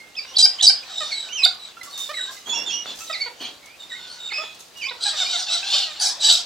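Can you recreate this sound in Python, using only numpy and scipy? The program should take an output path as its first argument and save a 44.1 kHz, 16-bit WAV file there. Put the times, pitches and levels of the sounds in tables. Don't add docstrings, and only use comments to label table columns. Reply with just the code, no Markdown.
import sys
import numpy as np
from scipy import signal
from scipy.fft import rfft, irfft
from scipy.io import wavfile
from scipy.ndimage import uniform_filter1d

SR = 44100
rng = np.random.default_rng(int(sys.argv[2]) if len(sys.argv) > 2 else 0)


def voltage_ratio(level):
    return 10 ** (np.asarray(level, float) / 20)


def dump(signal):
    limited = np.clip(np.atleast_2d(signal).T, -1, 1)
    pcm = np.round(limited * 32767).astype(np.int16)
    wavfile.write(sys.argv[1], SR, pcm)


N = 284445
GRUNT_PAN_DB = -5.5


def evened(x):
    return x / np.sqrt(np.mean(x ** 2) + 1e-20)


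def read(points, hz):
    f, value = np.transpose(points)
    return np.interp(np.log(hz + 1), np.log(f + 1), value)


def colour(x, points):
    size = x.shape[-1]
    gain = voltage_ratio(read(points, np.fft.rfftfreq(size, 1 / SR)))
    return evened(irfft(rfft(x) * gain, size))


def wobble(size, hz):
    width = max(int(SR / hz / 2), 1)
    smooth = uniform_filter1d(rng.standard_normal(size), width)
    return evened(uniform_filter1d(smooth, width))


def curves(rows, fade_s):
    s, *columns = np.transpose(rows)
    t = np.arange(s[0], s[-1], 1 / SR)
    fade = np.clip(np.minimum(t - s[0], s[-1] - t) / fade_s, 0, 1)
    return s[0], fade, [np.interp(t, s, c) for c in columns]


def add(mix, s, sound, pan_db):
    lag = rng.choice([0, 1, 1, 1])
    start = round(s * SR) + 1
    for side, sign, at in zip(mix, (.5, -.5), (start, start + lag)):
        part = side[at:][:len(sound)]
        part += sound[:len(part)] * voltage_ratio(sign * pan_db)


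def screech(rows, loose=1):
    # frequency in Hz, level in dB per Hz
    rasp_colour = [(1060, -48), (1800, -40), (2930, -10.5), (3860, 2), (5300, -3), (6750, -10.5),
                   (7920, -21), (10300, -26.5), (15000, -42)]
    # frequency in Hz, level in dB per Hz
    crop_colour = [(450, -20), (700, 3.5), (1500, -5), (2300, -24), (3200, -17)]
    s, fade, (hz, db, rasp_db) = curves(rows, .01 * loose)
    size = len(hz)

    jitter = np.clip(0.03 + 0.00089 * (rasp_db - db).mean(), .008, .03) * loose
    high = 2 * np.pi * np.cumsum(hz * (1 + jitter * wobble(size, 218))) / SR
    drift = 0.084 * loose * wobble(size, 25.6) + 0.0528 * loose * wobble(size, 348)
    low = 2 * np.pi * np.cumsum(np.linspace(820, 720, size) * (1 + drift)) / SR
    voice = np.sin(high) + voltage_ratio(-7.5 + 0.22 * (db + 10.0)) * np.sin(2 * high)
    chop = sum(voltage_ratio(4.5 * loose * wobble(size, 25)) * np.cos(k * low + k ** 2) for k in range(1, 8))

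    strain = .2 * (rasp_db.max() + 20)
    size_share = hz.mean() / 4000
    throat = [(f * size_share, height + strain * np.log2(f / 4000)) for f, height in rasp_colour]
    puffs = np.exp(.6 * np.cos(low)) * rng.standard_normal(size)
    sidebands = colour(chop * voice, throat)
    rasp = evened(.75 * sidebands + .45 * loose * colour(puffs, throat))
    highs = signal.sosfilt(signal.butter(2, 6000, "high", fs=SR, output="sos"), rasp)
    rasp = rasp + highs * (voltage_ratio(2.0 + 0.2 * (rasp_db - rasp_db.max())) - 1)

    buzz = .7 * np.sin(low) + .8 * np.sin(2 * low) + .35 * np.sin(3 * low)
    buzz = buzz * voltage_ratio(3 * wobble(size, 30)) + 0.31 * colour(puffs, crop_colour)
    buzz = voltage_ratio(-15.0 - 7.7 * np.maximum(strain, 0)) * buzz
    throb = voltage_ratio(3.2 * loose * wobble(size, 180))
    return s, fade * (0.83 * voltage_ratio(db) * throb * voice + voltage_ratio(rasp_db) * (rasp * throb ** 0.12 + buzz))


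def effort(s, length, hz, db, rasp_db, hold, pitch, voice_db, breath_db):
    def shape(ends, middle):
        return np.array([ends[0], middle, middle, ends[1]])
    return np.transpose([s + length * np.array([0, *hold, 1]), hz * shape(pitch, 0.98),
                         db + shape(voice_db, 0), rasp_db + shape(breath_db, 0)])


def add_screeches(mix):
    # start in seconds, length in seconds, high voice in Hz, its level in dB, rasp in dB
    thin = [(.89, 0.24, 3806, -25.5, -41), (1.1, 0.2, 3990, -26, -46), (1.585, .13, 4015, -33.5, -57),
            (1.92, 0.19, 3720, -26.5, -53), (2.13, .19, 3923, -24.5, -46.5),
            (2.855, 0.093, 3560, -29.5, -40), (3.06, 0.11, 3850, -30, -47),
            (3.79, 0.067, 3750, -32.5, -50.5), (3.89, 0.096, 3826, -30.5, -53),
            (3.96, 0.15, 3670, -35.5, -47), (4.18, 0.18, 3744, -28.5, -50.5),
            (4.36, 0.18, 3540, -34.5, -53.5), (4.07, 0.12, 4480, -36, -46.5), (.97, 0.17, 4480, -37.5, -38),
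            (1.86, 0.16, 4520, -40.5, -52), (5.86, 0.17, 3720, -34.5, -41)]
    harsh = [(5.0, 0.16, 4057, -19, -26.5), (5.147, 0.15, 3780, -19.5, -25),
             (5.27, 0.15, 3830, -21.5, -25.5), (5.36, .11, 4270, -28.5, -27.5),
             (6.198, .225, 3962, -11.5, -17)]
    swelling = [
        (5.46, .16, 4060, -18, -22),
        (5.635, .25, 3790, -19, -18),
    ]
    sudden = [
        (3.397, 0.13, 3335, -30.5, -36),
        (5.993, .15, 4800, -21, -19.5),
    ]
    # pitch share, voice dB, rasp dB
    kinds = ((thin, -1.7, (0.396, 0.532), (1.01, 0.95), (-9.5, -15.5), (1.5, 1.7)),
             (harsh, -1.2, (0.22, 0.59), (0.98, 1), (-15, -29.5), (-12.5, -12.5)),
             (swelling, -0.78, (.45, 0.55), (0.85, 0.93), (-14.5, -20), (-12.5, -11.5)),
             (sudden, -0.56, (0.1473, 0.576), (.92, 0.85), (-3, -24), (-18, -17)))
    for rows, pan_db, *shape in kinds:
        for row in rows:
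            add(mix, *screech(effort(*row, *shape)), pan_db)


def beak_db(hz):
    return 5 * np.maximum(hz / 1000 - 7.2, 0)


def whistle(second_db, third_db, rough, rows):
    s, fade, (hz, db) = curves(rows, .004)
    size = len(hz)
    rough = np.clip(rough, .2, 1)
    phase = 2 * np.pi * np.cumsum(hz * (1 + .03 * rough * wobble(size, 110))) / SR
    slack_db = 0.68 * (db - db.max())
    tone = np.sin(phase)
    for k, height_db in ((2, second_db), (3, third_db), (4, third_db)):
        tone += voltage_ratio(height_db + slack_db - beak_db(k * hz)) * np.sin(k * phase)
    tone *= 1 + .4 * rough * wobble(size, 800)
    quaver_db = 5 * rough * np.tanh(wobble(size, 120))
    return s, np.sqrt(2) * fade * voltage_ratio(db + quaver_db) * tone


def grunt(length, first_hz, last_hz, db, tilt_db):
    t = np.arange(0, length, 1 / SR)
    phase = 2 * np.pi * np.cumsum(np.linspace(first_hz, last_hz, len(t))) / SR
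    k = np.arange(1, 11)[:, None]
    beak_loss_db = 4.1 * np.maximum(k * first_hz / 1000 - 4.5, 0)
    upper_db = tilt_db * (np.minimum(k, 4) - 2) - 1.3 * np.maximum(k - 4, 0) - beak_loss_db
    heights_db = np.where(k == 1, -4, upper_db)
    stack = (voltage_ratio(db + heights_db) * np.sin(k * phase + 0.853 * k ** 2)).sum(0)
    return np.sqrt(2) * stack * np.clip(np.minimum(t / 0.003, (length - t) / 0.0017), 0, 1)


def add_compound_call(mix, s, db, top_hz, dip_hz, dip_at):
    # frequency in Hz, level in dB per Hz
    breath_colour = [(2500, -31), (4000, -9), (6000, -2), (9500, 0), (10800, -31), (13000, -42),
                     (14500, -28), (15500, -30)]
    pan_db = -3.5
    rasp_s = s + .037 + .04 * np.array([0, .2, .3, 1])
    rasp_rows = [rasp_s, (4934, 4800, 3945, 3943),
                 db + np.array([-15, -9.5, -1, -6.5]), db + np.array([-14, -5.5, -12, -6.5])]
    add(mix, *screech(np.transpose(rasp_rows), loose=.55), pan_db)

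    dip_start, dip_s = s + .08, .037
    at = dip_start + dip_s * np.array([0, dip_at, (1 + dip_at) / 2, 1])
    dip_rows = [at, top_hz - dip_hz * np.array([0, 1, 0, 0]), db + np.array([-1, -1, 0, -3])]
    add(mix, *whistle(-19, -18, .5, np.transpose(dip_rows)), pan_db)
    breath = colour(rng.standard_normal(round(dip_s * 1.3 * SR)), breath_colour)
    breath *= voltage_ratio(db - 24) * signal.windows.tukey(len(breath), .4)
    add(mix, dip_start - .006, breath, pan_db)
    add(mix, s + .113, grunt(.011, 775, 775, db - 25.5, 1.5), GRUNT_PAN_DB)


def add_loud_calls(mix):
    # start in seconds, level in dB, whistle in Hz, dip in Hz, place of the dip 0-1
    compound_calls = [
        (0.343, -6, 4950, 271, 0.48),
        (0.585, -5.5, 5047, 532, 0.37),
    ]
    # time in seconds, pitch in Hz, level in dB
    chirps = [
        [(.338, 3030, -42), (.352, 3210, -36), (.36, 3530, -26), (.3615, 5290, -28), (.366, 4600, -22),
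         (.371, 4590, -10), (.3735, 4030, -12), (.377, 4000, -21)],
        [(.583, 3020, -36), (.595, 3110, -25), (.603, 3390, -20), (.606, 3280, -29), (.611, 3570, -9),
         (.6125, 3660, -12), (.6145, 4000, -9), (.618, 4900, -25)],
    ]
    for row in compound_calls:
        add_compound_call(mix, *row)
    for rows in chirps:
        add(mix, *whistle(-17, -34, .6, rows), -3.5)


def add_glides(mix):
    # time in seconds, pitch in Hz, level in dB
    yelp = [(1.429, 4020, -27), (1.439, 4104, -7), (1.441, 3730, -15), (1.447, 3500, -8),
            (1.4508, 3844, -4.5), (1.451, 4840, -10), (1.459, 4340, -6)]
    # 2nd harmonic in dB, roughness 0-1, then rows of time in seconds, pitch in Hz, level in dB
    swoops = [(-9, 0.32, [(0, 2135, -38.5), (.05, 2130, -55), (.14, 2110, -63)]),
              (-9, 0.465, [(2.66, 3610, -28), (2.676, 3600, -28.5), (2.694, 3290, -26), (2.73, 3250, -31),
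              (2.8, 3280, -47)]), (-27, 0.43, [(3.9, 2120, -51), (3.92, 1855, -37), (3.945, 1950, -38),
              (3.96, 2134, -42), (4.0, 2040, -54)]), (6.5, 0.18, [(.163, 2494, -41), (.18, 2650, -32),
              (.195, 2300, -29.5), (.203, 2500, -44)]), (6, 0.4, [(1.105, 2460, -41), (1.13, 2134, -26.5),
              (1.147, 2300, -33)]), (-2.5, 0.26, [(1.285, 2270, -35), (1.3, 2940, -39), (1.318, 2850, -38),
              (1.332, 3073, -29.5), (1.36, 3145, -31), (1.375, 2900, -29.5), (1.4, 2540, -26),
              (1.435, 2480, -28)]), (-9, 0.29, [(2.168, 1973, -29), (2.185, 1932, -29.5), (2.2, 1518, -36),
              (2.25, 1510, -55), (2.305, 1630, -33.5)]), (6.5, 0.16, [(3.125, 2630, -32.5),
              (3.155, 1960, -31), (3.19, 2117, -42.5), (3.22, 2278, -26), (3.24, 2137, -32.5),
              (3.252, 2310, -34), (3.26, 2160, -80)]), (-2, 0.51, [(4.28, 2970, -52), (4.318, 2020, -33.5),
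              (4.338, 2523, -28.5), (4.385, 2565, -28.5), (4.42, 2493, -36.5), (4.55, 2530, -53)]),
              (-3.5, 0.4, [(4.755, 2836, -44.5), (4.805, 2914, -40), (4.822, 2466, -31.5),
              (4.843, 2224, -28), (4.878, 2630, -30)])]
    pair = [
        (4, 0.47, [(2.525, 2600, -34), (2.545, 2770, -32.5), (2.565, 2853, -31.5), (2.578, 2740, -30), (2.6, 2780, -33.5), (2.625, 2780, -33.5), (2.645, 2830, -44)]),
        (3.5, 0.43, [(2.7, 2600, -36), (2.715, 2770, -33), (2.748, 2910, -27.5), (2.758, 2756, -31), (2.766, 2894, -32), (2.81, 2895, -34.5), (2.84, 2880, -45)]),
        (-6, .3, [(2.49, 3460, -32), (2.5, 3430, -25), (2.545, 3410, -27), (2.63, 3393, -40), (2.66, 3540, -38)]),
    ]
    add(mix, *whistle(-15.5, -6, .37, yelp), -5.5)
    for second_db, rough, rows in swoops + pair:
        add(mix, *whistle(second_db, -21, rough, rows), -5.5)


def note(s, length, first_hz, last_hz, db, curl, arch, loudest, first_db, last_db):
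    u = np.linspace(0, 1, num=12)
    hz = (first_hz + (last_hz - first_hz) * u ** curl) * (1 + arch * np.sin(np.pi * u))
    swell_db = np.interp(u, [0, np.clip(loudest, .05, .95), 1], [first_db, 0, last_db])
    return np.transpose([s + length * u, hz, db + swell_db])


def add_notes(mix):
    # start in seconds, length in seconds, first pitch in Hz, last pitch in Hz, level in dB
    reedy = [(.26, 0.099, 2830, 2830, -47.5), (1.23, 0.11, 1547, 1404, -48), (3.0, 0.04, 1279, 1270, -42.5),
             (5.26, 0.036, 2320, 2290, -31.5)]
    mellow = [(.828, 0.022, 2500, 2440, -37.5), (1.768, 0.018, 1400, 1360, -36),
              (1.81, 0.018, 2070, 2040, -33.5), (2.138, 0.019, 2260, 2080, -32),
              (2.365, 0.026, 2144, 2005, -42), (2.457, 0.066, 3240, 3315, -34.5),
              (3.402, 0.1, 4460, 4440, -38), (3.41, 0.058, 3000, 2980, -38), (1.318, .03, 2320, 2300, -41),
              (5.482, 0.029, 2710, 2600, -31.5), (4.82, 0.052, 3070, 2990, -31.5),
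              (5.628, 0.014, 2660, 2600, -27.5)]
    pure = [(1.79, .14, 1387, 1362, -49), (1.87, .025, 1170, 1140, -44), (2.285, 0.037, 1060, 1040, -43.5),
            (.376, 0.049, 764, 732, -38.5), (.616, 0.038, 776, 748, -38.5), (.15, 0.011, 3090, 3560, -37),
            (.585, 0.045, 2150, 1570, -46.5), (2.52, 0.065, 944, 899, -37), (3.625, 0.042, 2250, 2200, -50),
            (3.665, 0.098, 2224, 2560, -47), (3.9, 0.52, 1490, 1388, -52), (4.882, 0.02, 3440, 4060, -25)]
    # (curl of the glide, arch share, loudest place 0-1, first and last dB)
    kinds = ((reedy, -3.5, (2, -9, .65), (1.1, .03, .45, -5, -7)),
             (mellow, -5, (-9, -26, .4), (.35, .001, .3, -4, -9)),
             (pure, -3, (-30, -42, 0.7), (1.25, .001, 0.4, -2, -5)))
    for rows, pan_db, voice, shape in kinds:
        for row in rows:
            add(mix, *whistle(*voice, note(*row, *shape)), pan_db)


def add_grunts(mix):
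    # glide as a share of the pitch, then rows of start in seconds, length in seconds,
    # pitch in Hz, level in dB, tilt in dB per harmonic
    groups = [
        (-.1, [(1.005, 0.031, 619, -33, -4.5), (3.259, 0.026, 482, -38.5, -2.5), (4.434, 0.0097, 448, -40, -1), (4.908, 0.017, 490, -38, -1.5), (5.13, 0.031, 618, -40.5, -2.5), (5.2, 0.036, 740, -34.5, -3.5), (5.33, 0.039, 704, -37.5, -3), (5.52, 0.053, 704, -40, -5), (5.86, 0.065, 625, -47.5, 0.5)]),
        (-.015, [(.248, 0.0097, 525, -46.5, 0), (.312, 0.02, 526, -49.5, -10), (1.421, 0.02, 1105, -37.5, -20), (3.097, 0.017, 645, -29.5, -5.5), (4.319, 0.0091, 429, -40, 1), (4.865, 0.036, 1083, -38.5, -20), (5.056, 0.032, 816, -30.5, -9.5), (5.625, 0.033, 783, -41, -7), (6.035, 0.046, 805, -42, -5)]),
        (.1, [(1.456, .012, 722, -25, -6), (2.091, 0.028, 604, -33.5, -4), (2.856, 0.0047, 673, -30.5, -6), (4.381, 0.045, 625, -35.5, -15)]),
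    ]
    for glide, rows in groups:
        for s, length, hz, db, tilt_db in rows:
            sound = grunt(length, hz * (1 - glide / 2), hz * (1 + glide / 2), db, tilt_db)
            add(mix, s, sound, GRUNT_PAN_DB)


def flock():
    mix = np.zeros((2, N))
    add_loud_calls(mix)
    add_glides(mix)
    add_notes(mix)
    add_screeches(mix)
    add_grunts(mix)
    return mix


def ports(x):
    dying_s = 0.0022
    t = np.arange(0, 3 * dying_s, 1 / SR)
    taps = rng.standard_normal(len(t)) * np.exp(-t / dying_s)
    highs = signal.sosfilt(signal.butter(2, 6300, "high", fs=SR, output="sos"), x.mean(0))
    side = voltage_ratio(-4) * signal.oaconvolve(highs, taps / np.linalg.norm(taps))[:N]
    return x + np.array([side, -side])


def noise(points, same, grain_db, grain_hz):
    a, b = rng.standard_normal((2, N))
    pair = np.array([a, same * a + np.sqrt(1 - same ** 2) * b])
    return colour(pair * voltage_ratio(grain_db * wobble(N, grain_hz)), points)


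def patchy(x, depth_db, bins, frames):
    z = signal.stft(x, SR, nperseg=512)[2]
    field = uniform_filter1d(rng.standard_normal(z.shape[1:]), bins, axis=0)
    field = evened(uniform_filter1d(field, frames, axis=1))
    return evened(signal.istft(z * voltage_ratio(depth_db * field), SR, nperseg=512)[1][:, :N])


def stroke_gain(strokes, rise_s):
    s, db, dying = np.transpose(strokes)[:, :, None]
    since = np.maximum(np.arange(0, N, 32) / SR - s, 0)
    gain = (voltage_ratio(db) * (1 - np.exp(-since / rise_s)) * np.exp(-since / dying)).sum(0)
    return np.repeat(gain, 32)[:N]


def wings():
    # start in seconds, level in dB, dying time in seconds
    flicks = [(1.549, -40, 0.0043), (1.83, -34, 0.034), (1.9, -47.5, 0.1), (1.975, -31.5, 0.1),
              (2.31, -39, 0.081), (2.95, -39.5, 0.12), (2.985, -39, 0.093), (3.657, -36, 0.0055),
              (4.546, -38, 0.0054), (4.604, -41, 0.0052), (4.59, -43.5, 0.071), (4.77, -39, 0.022),
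              (6.322, -23, 0.029)]
    flaps = [
        (2.46, -32.5, 0.063),
        (2.56, -40.5, 0.19),
        (2.85, -39.5, 0.05),
        (3.4, -35.5, 0.063),
    ]
    # frequency in Hz, level in dB per Hz
    feather = [(500, -18.5), (2000, -14), (6000, -0.5), (10500, -11), (14500, -14.5)]
    draught = [(30, -60), (90, -30), (250, -8.5), (900, -11.5), (2000, -19.5), (9000, -33.5)]
    flutter = patchy(noise(feather, .3, 2.0, 300), 4.5, 2, 9)
    rustle = stroke_gain(flicks, 0.0015) * flutter * voltage_ratio(np.array([[-1], [1]]))
    return rustle + stroke_gain(flaps, 0.0093) * noise(draught, 0.73, 2.3, 77)


def echoes(x):
    # frequency in Hz, time to fall 60 dB in seconds
    decay = [(600, 0.3), (4500, 0.25), (9000, 0.22), (14500, .15)]
    taps = np.zeros((2, SR // 2))
    slots = np.arange(300, SR // 2 - 40, 40)
    at = slots + rng.integers(0, 40, (2, len(slots)))
    np.put_along_axis(taps, at, rng.standard_normal(at.shape), 1)
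    taps[1] = 0.6 * taps[0] + 0.82 * taps[1]
    hz, t, z = signal.stft(taps, SR, nperseg=256)
    tail = signal.istft(z * voltage_ratio(-60 * t / read(decay, hz)[:, None]), SR, nperseg=256)[1]
    tail = tail / np.linalg.norm(tail, axis=1)[:, None]
    return signal.fftconvolve(x, tail, axes=1)[:, :N]


def far_flock(calls):
    # frequency in Hz, level in dB per Hz
    chatter = [(300, -17.5), (700, 0), (2300, -4), (3900, 4), (8000, -11), (10000, -27.5)]
    streaks = patchy(noise(chatter, .6, 2, 5), 4.5, 2, 12)
    power = (calls ** 2).mean(0)
    heard = uniform_filter1d(power, SR // 4, origin=SR // 10, mode="constant")
    excitement = np.minimum(np.sqrt(abs(heard)), .05)
    return (voltage_ratio(-57.0) + voltage_ratio(-16.0) * uniform_filter1d(excitement, SR // 8)) * streaks


def hush():
    # frequency in Hz, level in dB per Hz
    hush_colour = [(24, -38), (40, -8.5), (477, -0.5), (660, -1), (1750, -6.5), (3530, -5.5), (7490, -11.5),
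                   (8280, -14), (15900, -20)]
    return voltage_ratio(-50) * noise(hush_colour, 0.44, 1.0, 13)


def scene():
    calls = flock()
    near = ports(calls) + wings()
    return voltage_ratio(-1.5) * near + voltage_ratio(-8.5) * echoes(near) + far_flock(calls) + hush()


def band_limit(x):
    return signal.sosfilt(signal.butter(12, 16020, fs=SR, output="sos"), x)


def record(dry):
    edge = signal.firwin(255, 16050, window=("kaiser", 9), fs=SR)[None]
    overloaded = dry / (1 + abs(dry) ** 8) ** (1 / 8)
    return band_limit(signal.oaconvolve(overloaded, edge, "same"))


dry = scene()
out = record(dry)
dump(out)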